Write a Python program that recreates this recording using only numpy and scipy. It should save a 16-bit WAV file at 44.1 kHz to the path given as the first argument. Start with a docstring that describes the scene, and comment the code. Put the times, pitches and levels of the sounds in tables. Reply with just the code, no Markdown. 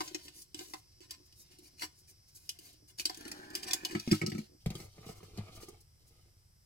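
"""Wind-up figure and its box

A hollow plastic wind-up figure is turned in one hand inside a small board-lined photo corner, set down
and dragged on the table; then its cardboard box is gripped and tilted. Blows ring damped modes and add
noise bursts; sliding skin and edges are stick-slip grains. A faint lamp buzz and room air lie beneath."""
import sys
import numpy as np
from scipy import signal
from scipy.fft import rfft, irfft
from scipy.io import wavfile

SR = 44100
rng = np.random.default_rng(int(sys.argv[2]) if len(sys.argv) > 2 else 0)


def wav_out(sig):
    """Save sig, one row per channel (or a flat mono array), as 16-bit PCM at SR to the path in sys.argv[1]."""
    wavfile.write(sys.argv[1], SR, np.round(np.clip(np.atleast_2d(sig).T, -1, 1) * 32767).astype(np.int16))


N = 293265


def from_db(db):
    """Amplitude gain of a level in dB."""
    return 10 ** (np.asarray(db) / 20)


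def rms_one(x):
    """Scale to unit rms."""
    return x / np.sqrt(np.mean(x ** 2) + 1e-20)


def high(x, hz):
    """Second-order high-pass."""
    return signal.sosfilt(signal.butter(2, hz, "high", fs=SR, output="sos"), x)


def band(x, edges_hz):
    """Butterworth band-pass of order 2."""
    return signal.sosfilt(signal.butter(2, edges_hz, "band", fs=SR, output="sos"), x)


def delayed(x, lag_samples):
    """Shift later by a lag, interpolating between samples."""
    return np.interp(np.arange(N) - lag_samples, np.arange(N), x)


def gains_in_time(rows):
    """One gain per sample for each dB column; silent outside the table."""
    s, *columns = np.transpose(rows)
    t = np.arange(N) / SR
    return [from_db(np.interp(t, s, column, -200, -200)) for column in columns]


SWELL_DEPTH_DB = 18.5


def swell(start_s, rise_s, hold_s, fall_s):
    """A gain that starts SWELL_DEPTH_DB down, rises to 1, holds, falls as far and stops."""
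    corners_s = start_s + np.cumsum([0, rise_s, hold_s, fall_s])
    levels_db = SWELL_DEPTH_DB * np.array([-1, 0, 0, -1])
    return gains_in_time(np.c_[corners_s, levels_db])[0]


def at_hz(points, hz):
    """Read a spectrum on a log frequency axis."""
    point_hz, value = np.array(points).T
    return np.interp(np.log(np.maximum(hz, 1)), np.log(point_hz), value)


def coloured(x, spectrum):
    """Give white noise or grains a spectrum; rms 1."""
    hz = np.arange(N // 2 + 1) * SR / N
    return rms_one(irfft(rfft(x) * from_db(at_hz(spectrum, hz)), N))


def ring(force, hz, t60_s):
    """Two-pole resonator: a unit click sets a decaying sine of height 1 ringing."""
    r = from_db(-60 / (t60_s * SR))
    w = 2 * np.pi * hz / SR
    return signal.lfilter([0, np.sin(w)], [1, -2 * r * np.cos(w), r * r], force + 1e-18)


def struck(times_s, levels_db, modes, spread_db=4.4, trim_db=-6):
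    """Every blow strikes each mode with a random strength of its own."""
    at = (np.array(times_s) * SR).astype(int)
    chance = rng.standard_normal((len(at), len(modes)))
    out = np.zeros(N)
    for k, (hz, db, t60_s) in enumerate(modes):
        force = np.zeros(N)
        force[at] = (-1) ** k * from_db(levels_db + db + trim_db + spread_db * chance[:, k])
        out += ring(force, hz, t60_s)
    return out


def fading(times_s, levels_db, t60_s):
    """An envelope that jumps within about a millisecond at each blow and dies exponentially."""
    force = np.zeros(N)
    force[(np.array(times_s) * SR).astype(int)] = from_db(levels_db)
    fade = signal.lfilter([1], [1, -from_db(-60 / (t60_s * SR))], force)
    return signal.lfilter([0.03], [1, -0.97], fade)   # softens the onset


# Contact noise spectrum, relative: hz, level_db_per_hz
SKIN_HISS = [(1470, -70), (2500, -3), (3160, 1.5), (3550, -3), (3800, 1.5), (4550, 2), (8600, -8),
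             (10800, -8.5), (16000, -15)]


def cracks(times_s, levels_db, t60_s, trim_db, low_hz=2000):
    """The bright noise of contact."""
    noise = high(coloured(rng.standard_normal(N), SKIN_HISS), low_hz)
    return fading(times_s, levels_db + trim_db, t60_s) * rms_one(noise)


CRUNCH_BAND_HZ = (270, 4250)


def crunch(times_s, levels_db, t60_s, trim_db):
    """The duller, broad clack of thin walls."""
    noise = band(rng.standard_normal(N), CRUNCH_BAND_HZ)
    return fading(times_s, levels_db + trim_db, t60_s) * rms_one(noise)


def friction(grains_per_s, uneven_db):
    """Stick-slip grains of uneven size and random sign, swelling in clumps."""
    sizes = from_db(uneven_db * np.minimum(rng.exponential(1, N), 4)) * rng.choice([-1, 1], N)
    knots = np.arange(N // 600 + 2)   # one per 600 samples
    clumps_db = 2.44 * np.interp(np.arange(N) / 600, knots, rng.standard_normal(len(knots)))
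    return sizes * from_db(clumps_db) * (rng.random(N) < grains_per_s / SR)


def rubbed(gain, modes, grains_per_s, damping=1.0, uneven_db=5.0):
    """Friction grains keep the modes sounding; damping divides their ring time."""
    force = friction(grains_per_s, uneven_db)

    def sounding(push):
        return sum(from_db(db) * ring(push, hz, t60_s / damping) for hz, db, t60_s in modes)

    return sounding(gain * force) / np.std(sounding(force))


# Room and microphone spectrum, relative: hz, level_db_per_hz
AIR = [(12, -11), (24, -7), (86, 4), (165, -6.5), (260, -25.5), (357, -22.5), (802, -28.5), (2080, -30.5),
       (3440, -30.5), (4540, -32.5), (4940, -23), (6540, -31.5), (8180, -26), (14700, -31), (16000, -47)]
AIR_DB = -67
# Left-right likeness of the air: hz, likeness (1 = same)
AIR_ALIKE = [(60, 1), (240, 0.53), (950, -0.43), (3770, 0.24), (15000, -0.16)]


def air():
    """Room rumble and microphone hiss: alike in the bass, unrelated above."""
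    hz = np.arange(N // 2 + 1) * SR / N
    alike = np.clip(at_hz(AIR_ALIKE, hz), -1, 1)
    mid, side = rfft(rng.standard_normal((2, N))) * from_db(at_hz(AIR, hz))
    width = np.sqrt((1 - alike) / np.maximum(1 + alike, 0.2))
    both = mid + width * side * [[1], [-1]]
    return from_db(AIR_DB) * rms_one(irfft(both, N))


# Lamp overtones of twice the mains, before the loudness curve: hz, level_db
BUZZ_LINES = [(4199, -97), (4797, -90), (4899, -89), (4996, -90), (5098, -94), (5297, -88), (5399, -90),
              (5496, -92), (5599, -96), (5696, -93), (5798, -90), (5900, -96), (6099, -98)]
# Overtones that stay level: hz, level_db
LEVEL_LINES = [(2100, -97), (7897, -93), (8000, -96), (8199, -100)]
# Lamp loudness curve: time_s, gain_db
BUZZ_LOUDNESS = [(0, 0), (1, 7.5), (3, 5), (4.5, 5), (5.2, 1), (6.65, -0.5)]
SIZZLE_DB, SIZZLE_BAND_HZ = -83, (4700, 5900)


def tones(lines):
    """Steady sines, a quarter cycle apart at the two ports."""
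    t = np.arange(N) / SR
    quarter = np.array([[0], [1]]) / 4
    return sum(2 * from_db(db) * np.sin(2 * np.pi * (hz * t + rng.random() + quarter)) for hz, db in lines)


def lamp():
    """Mains overtones over a band of sizzle, both following the loudness curve, plus level overtones."""
    gain, = gains_in_time(BUZZ_LOUDNESS)
    sizzle = rms_one(band(rng.standard_normal((2, N)), SIZZLE_BAND_HZ))
    return gain * (tones(BUZZ_LINES) + from_db(SIZZLE_DB) * sizzle) + tones(LEVEL_LINES)


LEFT_DIP_HZ, LEFT_DIP = (231, 490), 0.36   # share of the band taken out
CORNER_T60_S, CORNER_DB, CORNER_LOW_HZ = 0.057, 2.04, 442
ROOM_T60_S, ROOM_DB = 0.29, -21   # start level against the corner's
POSE_S = 0.12


def corner(x, lag_s):
    """Direct sound, later on the right, then dense reflections, redrawn every POSE_S as the hand moves."""
    left = x - LEFT_DIP * band(x, LEFT_DIP_HZ)   # the near wall thins this band
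    out = np.array([left, delayed(x, np.round(lag_s * SR))])
    hop, t = int(POSE_S * SR), np.arange(SR // 4) / SR
    fade = from_db(-60 * t / CORNER_T60_S) + from_db(ROOM_DB - 60 * t / ROOM_T60_S)
    fade *= np.clip(t / 0.00055, 0, 1)
    for start in range(-hop, N, hop):
        echoes = high(high(rng.standard_normal((2, len(t))) * fade, CORNER_LOW_HZ), CORNER_LOW_HZ)
        echoes *= from_db(CORNER_DB) / np.sqrt(np.sum(echoes ** 2, axis=1, keepdims=True))
        at = np.arange(max(start, 0), min(start + 2 * hop, N))
        piece = x[at] * np.sin(np.pi * (at - start) / (2 * hop))   # equal-power overlap
        wet = signal.fftconvolve(piece[None], echoes, axes=1)[:, :N - at[0]]
        out[:, at[0]:at[0] + wet.shape[1]] += wet
    return out


# All event levels are relative, before the trims and mode levels.
# The toy's base lands and hops: time_s, weight_db, tick_db, top_ring_db, upper_board_db
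LANDINGS = [(3.95, -28.5, -41, -30.5, -35), (3.997, -57, -34.5, -54, -65),
            (4.076, -40, -41.5, -47.5, -32.5), (4.113, -23.5, -25, -36.5, -25.5),
            (4.118, -16.5, -29, -51, -50), (4.127, -38, -52, -30, -45), (4.215, -31, -37, -33.5, -46),
            (4.233, -28.5, -58, -45, -55), (4.263, -37, -30.5, -45, -44), (4.277, -32.5, -45, -49, -44),
            (4.298, -55, -37.5, -61, -60), (4.318, -33, -44, -41, -43), (4.349, -33.5, -51, -46.5, -35),
            (4.381, -35.5, -44.5, -47, -31.5)]
# Fingertips tap the box: time_s, weight_db, tick_db
BOX_TAPS = [(4.66, -23, -42), (4.703, -32, -44.5), (4.752, -36.5, -44.5), (4.801, -44, -51.5),
            (4.982, -49, -71), (5.064, -42, -56), (5.092, -41.5, -54), (5.206, -52, -72),
            (5.23, -47.5, -62), (5.374, -36, -47.5), (5.384, -27.5, -52), (5.487, -49, -69),
            (5.572, -66, -62), (5.684, -59, -67)]
# Skin slides on card: time_s, hiss_db, wall_db
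BOX_RUB = [(4.6, -75.5, -94), (4.71, -73, -62), (4.842, -69, -63), (4.9, -72.5, -79.5), (5.07, -68, -62),
           (5.224, -71, -76), (5.436, -71, -66.5), (5.56, -63.5, -68.5), (5.726, -71.5, -70.5),
           (5.88, -89.5, -93.5), (6.154, -77.5, -78), (6.501, -97, -99.5)]
# Table board, its upper resonances, and the whole table giving under the box: hz, level_db, t60_s
BOARD_MODES = [(104.7, -6, 0.16), (154.6, 0, 0.11), (208.2, -6, 0.1)]
UPPER_BOARD_MODES = [(214.7, -5, 0.121), (234.3, -4, 0.055)]
BOX_PUSH_MODES = [(55, -14, 0.15), (98.3, -7, 0.1)]
BOARD_LOW_HZ, BOARD_LAG_S = 66.5, 0.00017
# the rumble follows a share of the walls' swing about the knee
SHIFT_KNEE_DB, SHIFT_FOLLOWS, SHIFT_DB = -71, 0.56, -59.5


def table():
    """The board thuds under toy and box and rumbles as the box shifts; the right port hears it later."""
    s, weight = np.array([row[:2] for row in LANDINGS + BOX_TAPS]).T
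    sound = high(struck(s, weight, BOARD_MODES, spread_db=2.4, trim_db=-1.5), BOARD_LOW_HZ)
    tap_s, tap_weight, _ = np.transpose(BOX_TAPS)
    sound += struck(tap_s, tap_weight, BOX_PUSH_MODES)
    land_s, *_, upper = np.transpose(LANDINGS)
    sound += struck(land_s, upper, UPPER_BOARD_MODES, spread_db=4.5, trim_db=5.5)
    rub_s, _, wall = np.transpose(BOX_RUB)
    shift, = gains_in_time(np.c_[rub_s, SHIFT_DB + SHIFT_FOLLOWS * (wall - SHIFT_KNEE_DB)])
    sound += rubbed(shift, [(59.7, 0, 0.042), (99.5, 0, 0.13)], grains_per_s=340)
    return np.array([sound, delayed(sound, BOARD_LAG_S * SR)])


# Card walls and the air inside: hz, level_db, t60_s
BOX_WALL_MODES = [(492, -3.5, 0.011), (732, 3, 0.014), (990, -19, 0.0023), (1238, -4.5, 0.021),
                  (1700, -25, 0.0019), (2177, 3.5, 0.0054)]
BOX_HOLLOW_MODES = [(233, -14.5, 0.015), (351.5, 1.5, 0.056), (424, 1.5, 0.043)]
# card answers a share of the weight's swing about the knee
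TAP_KNEE_DB, TAP_FOLLOWS, TAP_WALL_DB, TAP_HOLLOW_DB = -38, 0.49, -52.5, -51.5


def box_taps():
    """Fingertips excite contact noise, thin card walls and the hollow behind them."""
    s, weight, tick = np.transpose(BOX_TAPS)
    swing = TAP_FOLLOWS * (weight - TAP_KNEE_DB)
    wall, hollow = TAP_WALL_DB + swing, TAP_HOLLOW_DB + swing
    taps = cracks(s, tick, t60_s=0.013, trim_db=5.5)
    taps += crunch(s, wall, t60_s=0.14, trim_db=-12.5)
    taps += struck(s, wall, BOX_WALL_MODES, trim_db=0.6)
    return taps + struck(s, hollow, BOX_HOLLOW_MODES, spread_db=7.0, trim_db=4.5)


RUB_HOLLOW_DB = 6.0   # hollow against the walls


def box_skin():
    """Skin sliding on card hisses and keeps walls and hollow sounding."""
    hiss, wall = gains_in_time(BOX_RUB)
    skin = hiss * from_db(1.0) * coloured(friction(9000, uneven_db=3.5), SKIN_HISS)
    skin += rubbed(wall, BOX_WALL_MODES, grains_per_s=700, uneven_db=4.5)
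    return skin + rubbed(wall * from_db(RUB_HOLLOW_DB), BOX_HOLLOW_MODES, grains_per_s=240)


# Box edge on the table: hz, level_db, t60_s
SLIDE_MODES = [(1197, 1, 0.027), (1280, -0.5, 0.035)]
SLIDE_DB = -73


def box_slide():
    """The box's edge slides over the table: grains ring two close modes."""
    slide = swell(start_s=4.95, rise_s=0.11, hold_s=0.58, fall_s=0.097)
    return rubbed(from_db(SLIDE_DB) * slide, SLIDE_MODES, grains_per_s=600)


def box():
    """Taps, sliding skin and a sliding edge of the thin card box."""
    return box_taps() + box_skin() + box_slide()


# A finger slips briefly over plastic or card: middle_s, length_s, scrape_db, airy_db
SCUFFS = [(0.053, 0.083, -83, -56.5), (0.247, 0.056, -78, -60), (0.386, 0.12, -72.5, -56),
          (0.612, 0.12, -57.5, -58), (0.697, 0.13, -67.5, -62), (0.776, 0.053, -71, -63),
          (1.035, 0.059, -61, -77), (1.127, 0.075, -60, -68), (1.26, 0.035, -87, -73),
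          (1.396, 0.088, -84, -61.5), (1.522, 0.052, -67, -69), (1.655, 0.079, -71, -64),
          (1.806, 0.078, -61, -64), (1.832, 0.062, -46, -50), (1.988, 0.078, -93, -68.5),
          (2.097, 0.062, -73, -63), (2.292, 0.045, -76, -65.5), (2.364, 0.038, -81, -57),
          (2.434, 0.28, -81, -69.5), (2.516, 0.042, -70, -73), (2.66, 0.12, -71.5, -61),
          (2.731, 0.013, -80, -65.5), (2.895, 0.051, -69, -65), (2.999, 0.051, -49.5, -50),
          (3.57, 0.093, -52, -62), (3.635, 0.027, -47.5, -53), (3.681, .04, -44.5, -56),
          (3.707, 0.017, -43, -86), (3.925, 0.22, -56, -64), (4.146, 0.023, -51, -50),
          (4.799, 0.16, -66.5, -59.5), (5.094, 0.1, -63.5, -62), (5.172, 0.058, -71, -66),
          (5.245, .04, -67, -67), (5.56, 0.032, -71, -60), (5.626, 0.058, -65, -58),
          (5.688, 0.013, -84, -57.5), (5.81, 0.019, -77, -65.5), (6.079, 0.041, -98, -65.5)]
# Toy's ticking parts, shell and hollow: hz, level_db, t60_s
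TICK_MODES = [(2484, -1.5, 0.028), (2940, 2, 0.021), (3430, -8.5, 0.046), (3850, -46, 0.021),
              (4240, 0.5, 0.02), (4610, 0.5, 0.026), (4865, 10, 0.0075), (5630, 9.5, 0.0077),
              (6500, 2, .012), (7734, 6, 0.011), (7850, -5.5, 0.028), (9470, -14, 0.01), (12000, 1, 0.0052)]
SHELL_MODES = [(748, -2.5, 0.09), (1024, 2.5, 0.043), (1550, -3, 0.045), (1813, 2.5, 0.03),
               (2106, 6, 0.031)]
HOLLOW_MODES = [(309.7, -0.64, 0.11), (360.3, 0.021, 0.098)]
SCUFF_SHELL_DB, SCUFF_HOLLOW_DB = -11.5, -11   # against scrape_db; against airy_db
SCUFF_TOP_HZ, AIRY_HZ = 12000, 5850


def scuffs():
    """Each slip swells and fades: a scrape in the bright modes, an airy top, a push on shell and hollow."""
    t, gains = np.arange(N) / SR, np.zeros((2, N))
    for middle_s, length_s, *levels_db in SCUFFS:
        near = np.abs(t - middle_s) < length_s / 2
        arch = np.cos(np.pi * (t[near] - middle_s) / length_s)
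        gains[:, near] += np.outer(from_db(levels_db), arch)
    scrape, airy = gains
    sound = rubbed(scrape, TICK_MODES, grains_per_s=2000, damping=0.78)
    sound += rubbed(scrape * from_db(SCUFF_SHELL_DB), SHELL_MODES, grains_per_s=1100, damping=0.5)
    sound += rubbed(airy * from_db(SCUFF_HOLLOW_DB), HOLLOW_MODES, grains_per_s=230)
    sound += scrape * from_db(-7.5) * coloured(friction(4500, uneven_db=-0.5), SKIN_HISS)
    # soft skin dulls the scrape
    sound = signal.sosfilt(signal.butter(2, SCUFF_TOP_HZ, fs=SR, output="sos"), sound)
    top = high(high(coloured(friction(8000, uneven_db=3.0), SKIN_HISS), AIRY_HZ), AIRY_HZ)
    return sound + airy * rms_one(top)


# Toy base sliding on the table: hz, level_db, t60_s
DRAG_WHISTLE = [(1593, -3.5, 0.023), (1729, -5.5, 0.027)]
DRAG_RUMBLE = [(563, 0.012, 0.0016), (836, 0.012, 0.017)]
DRAG_RATTLE = [(2440, 0, 0.044)]
DRAG_START_S, WHISTLE_DB, RUMBLE_DB = 3.01, -61.5, -66.5
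RATTLE_START_DB, RATTLE_GROWS_DB_PER_S = -84.5, 27.5


def drag():
    """The base's slide swells, holds and fades: a whistle, a rumble and a rattle that grows on the way."""
    slide = swell(DRAG_START_S, rise_s=0.26, hold_s=0.584, fall_s=0.24)
    since_start_s = np.arange(N) / SR - DRAG_START_S
    growth = from_db(RATTLE_START_DB + RATTLE_GROWS_DB_PER_S * since_start_s)
    sound = rubbed(slide * growth, DRAG_RATTLE, grains_per_s=800)
    sound += rubbed(slide * from_db(WHISTLE_DB), DRAG_WHISTLE, grains_per_s=2300)
    return sound + rubbed(slide * from_db(RUMBLE_DB), DRAG_RUMBLE, grains_per_s=1800)


# Skin slides on plastic: time_s, shell_db, hollow_db
TOY_RUB = [(0.0, -60.5, -52), (0.13, -70, -70), (0.25, -69.5, -65), (0.5, -89, -75), (0.67, -75.5, -64.5),
           (0.85, -87.5, -83.5), (1.15, -87, -66.5), (1.37, -85.5, -96), (1.52, -80, -65.5),
           (1.85, -87.5, -73.5), (2.3, -89.5, -91), (2.71, -72.5, -65), (2.97, -125, -84), (3.04, -71, -74),
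           (3.29, -68.5, -49.5), (3.7, -78, -51.5), (3.82, -72, -56.5), (3.93, -71.5, -51),
           (4.05, -69.5, -65.5), (4.14, -53.5, -72.5), (4.26, -79, -62), (4.4, -66, -49),
           (4.45, -74, -72.5), (4.55, -98, -63)]
RUB_SHELL_DB = -2.5   # shell ring against shell_db


def toy_skin():
    """Skin sliding on plastic hisses and keeps shell and hollow sounding; the pressing hand damps the shell."""
    hiss, hollow = gains_in_time(TOY_RUB)
    skin = hiss * from_db(7.0) * coloured(friction(9000, uneven_db=7.0), SKIN_HISS)
    skin += rubbed(hiss * from_db(RUB_SHELL_DB), SHELL_MODES, grains_per_s=2300, damping=2.3)
    return skin + rubbed(hollow, HOLLOW_MODES, grains_per_s=300, uneven_db=5.5)


# Loose parts and fingers knock the shell: time_s, tick_db, sharp_edge_db, shell_db, hollow_db
TOY_KNOCKS = [(0.0054, -34, -37.5, -36, -41), (0.0777, -38, -56, -57, -58), (0.1109, -67, -59, -71, -49),
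              (0.146, -31.5, -51, -43, -40.5), (0.2811, -41, -79, -56, -63), (0.5444, -37.5, -80, -56, -49),
              (0.591, -40, -49, -53, -53.5), (0.6083, -49, -52, -51, -46.5), (0.736, -36, -54, -38, -53),
              (1.0047, -56, -56, -76, -61), (1.108, -37.5, -36, -63, -67), (1.324, -54.5, -61, -87, -73),
              (1.5856, -68, -50.5, -84, -61), (1.7949, -41.5, -58, -79, -79), (1.8202, -30, -57, -35, -55),
              (1.8324, -40.5, -48, -46, -47.5), (2.4914, -31, -32, -58, -70),
              (2.588, -50, -44.5, -75, -61.5), (2.9858, -36, -54, -76, -72), (2.9966, -29.5, -39, -65, -55),
              (3.0536, -19.5, -61, -48, -45.5), (3.0962, -34.5, -43, -42, -46),
              (3.145, -41.5, -49.5, -66, -68), (3.1717, -55, -43.5, -67, -55),
              (3.2085, -47, -48.5, -59, -69), (3.252, -41.5, -65, -52, -51), (3.2787, -40, -42.5, -54, -50),
              (3.3149, -38.5, -35.5, -48.5, -72), (3.5019, -50, -48, -67, -52),
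              (3.5515, -29.5, -28, -52, -46.5), (3.6311, -35, -56, -66, -56),
              (3.7092, -28, -48, -53, -48.5), (3.7326, -21, -22.5, -38.5, -54),
              (3.8494, -28, -32.5, -43.5, -61), (3.909, -47, -42.5, -48, -48)]
# Toy's top, ringing on landing: hz, level_db, t60_s
TOP_MODES = [(627, -14, .07), (741, -8, 0.068), (1300, -2, 0.059), (1900, 0.5, 0.018), (2250, 6, 0.032)]
EDGE_HZ = 6500
LANDING_EDGE_DB, LANDING_HOLLOW_DB = -12.5, -6.5   # edge against the tick; hollow against the weight


def toy_blows():
    """Knocks and landings excite ticking parts, contact noise, the hollow, and the shell or the top."""
    knock_s, knock_tick, knock_edge, shell, knock_hollow = np.transpose(TOY_KNOCKS)
    land_s, weight, land_tick, top, _ = np.transpose(LANDINGS)
    s = np.r_[knock_s, land_s]
    tick = np.r_[knock_tick, land_tick]
    edge = np.r_[knock_edge, land_tick + LANDING_EDGE_DB]
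    body = np.r_[shell, top]
    hollow = np.r_[knock_hollow, weight + LANDING_HOLLOW_DB]
    blows = struck(s, tick, TICK_MODES, spread_db=4.5, trim_db=-14.0)
    blows += cracks(s, tick, t60_s=0.023, trim_db=-7)
    blows += cracks(s, edge, t60_s=0.015, trim_db=0, low_hz=EDGE_HZ)
    blows += struck(s, hollow, HOLLOW_MODES, spread_db=2.0, trim_db=4.5)
    blows += struck(knock_s, shell, SHELL_MODES, trim_db=-10.0)
    blows += struck(land_s, top, TOP_MODES, trim_db=-7.0)
    return blows + crunch(s, body, t60_s=0.068, trim_db=-11.5)


def toy():
    """Blows, sliding skin and the dragged base of the hollow figure."""
    return toy_blows() + toy_skin() + drag()


TOY_LAG_S, BOX_LAG_S = 0.00045, 0.0001   # right port hears later


def scene():
    """Toy left of centre, box ahead, over table, lamp and air."""
    toy_side = corner(toy() + scuffs(), TOY_LAG_S) * from_db([[0.3], [-0.3]])
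    board = table() * from_db([[0.6], [-0.6]])
    return toy_side + corner(box(), BOX_LAG_S) + board + lamp() + air()


STOP_HZ = 16700


def record(dry):
    """A steep low-pass cuts the top, 60 dB down from STOP_HZ up."""
    return signal.sosfilt(signal.cheby2(14, 60, STOP_HZ, fs=SR, output="sos"), dry)


dry = scene()
out = record(dry)
wav_out(out)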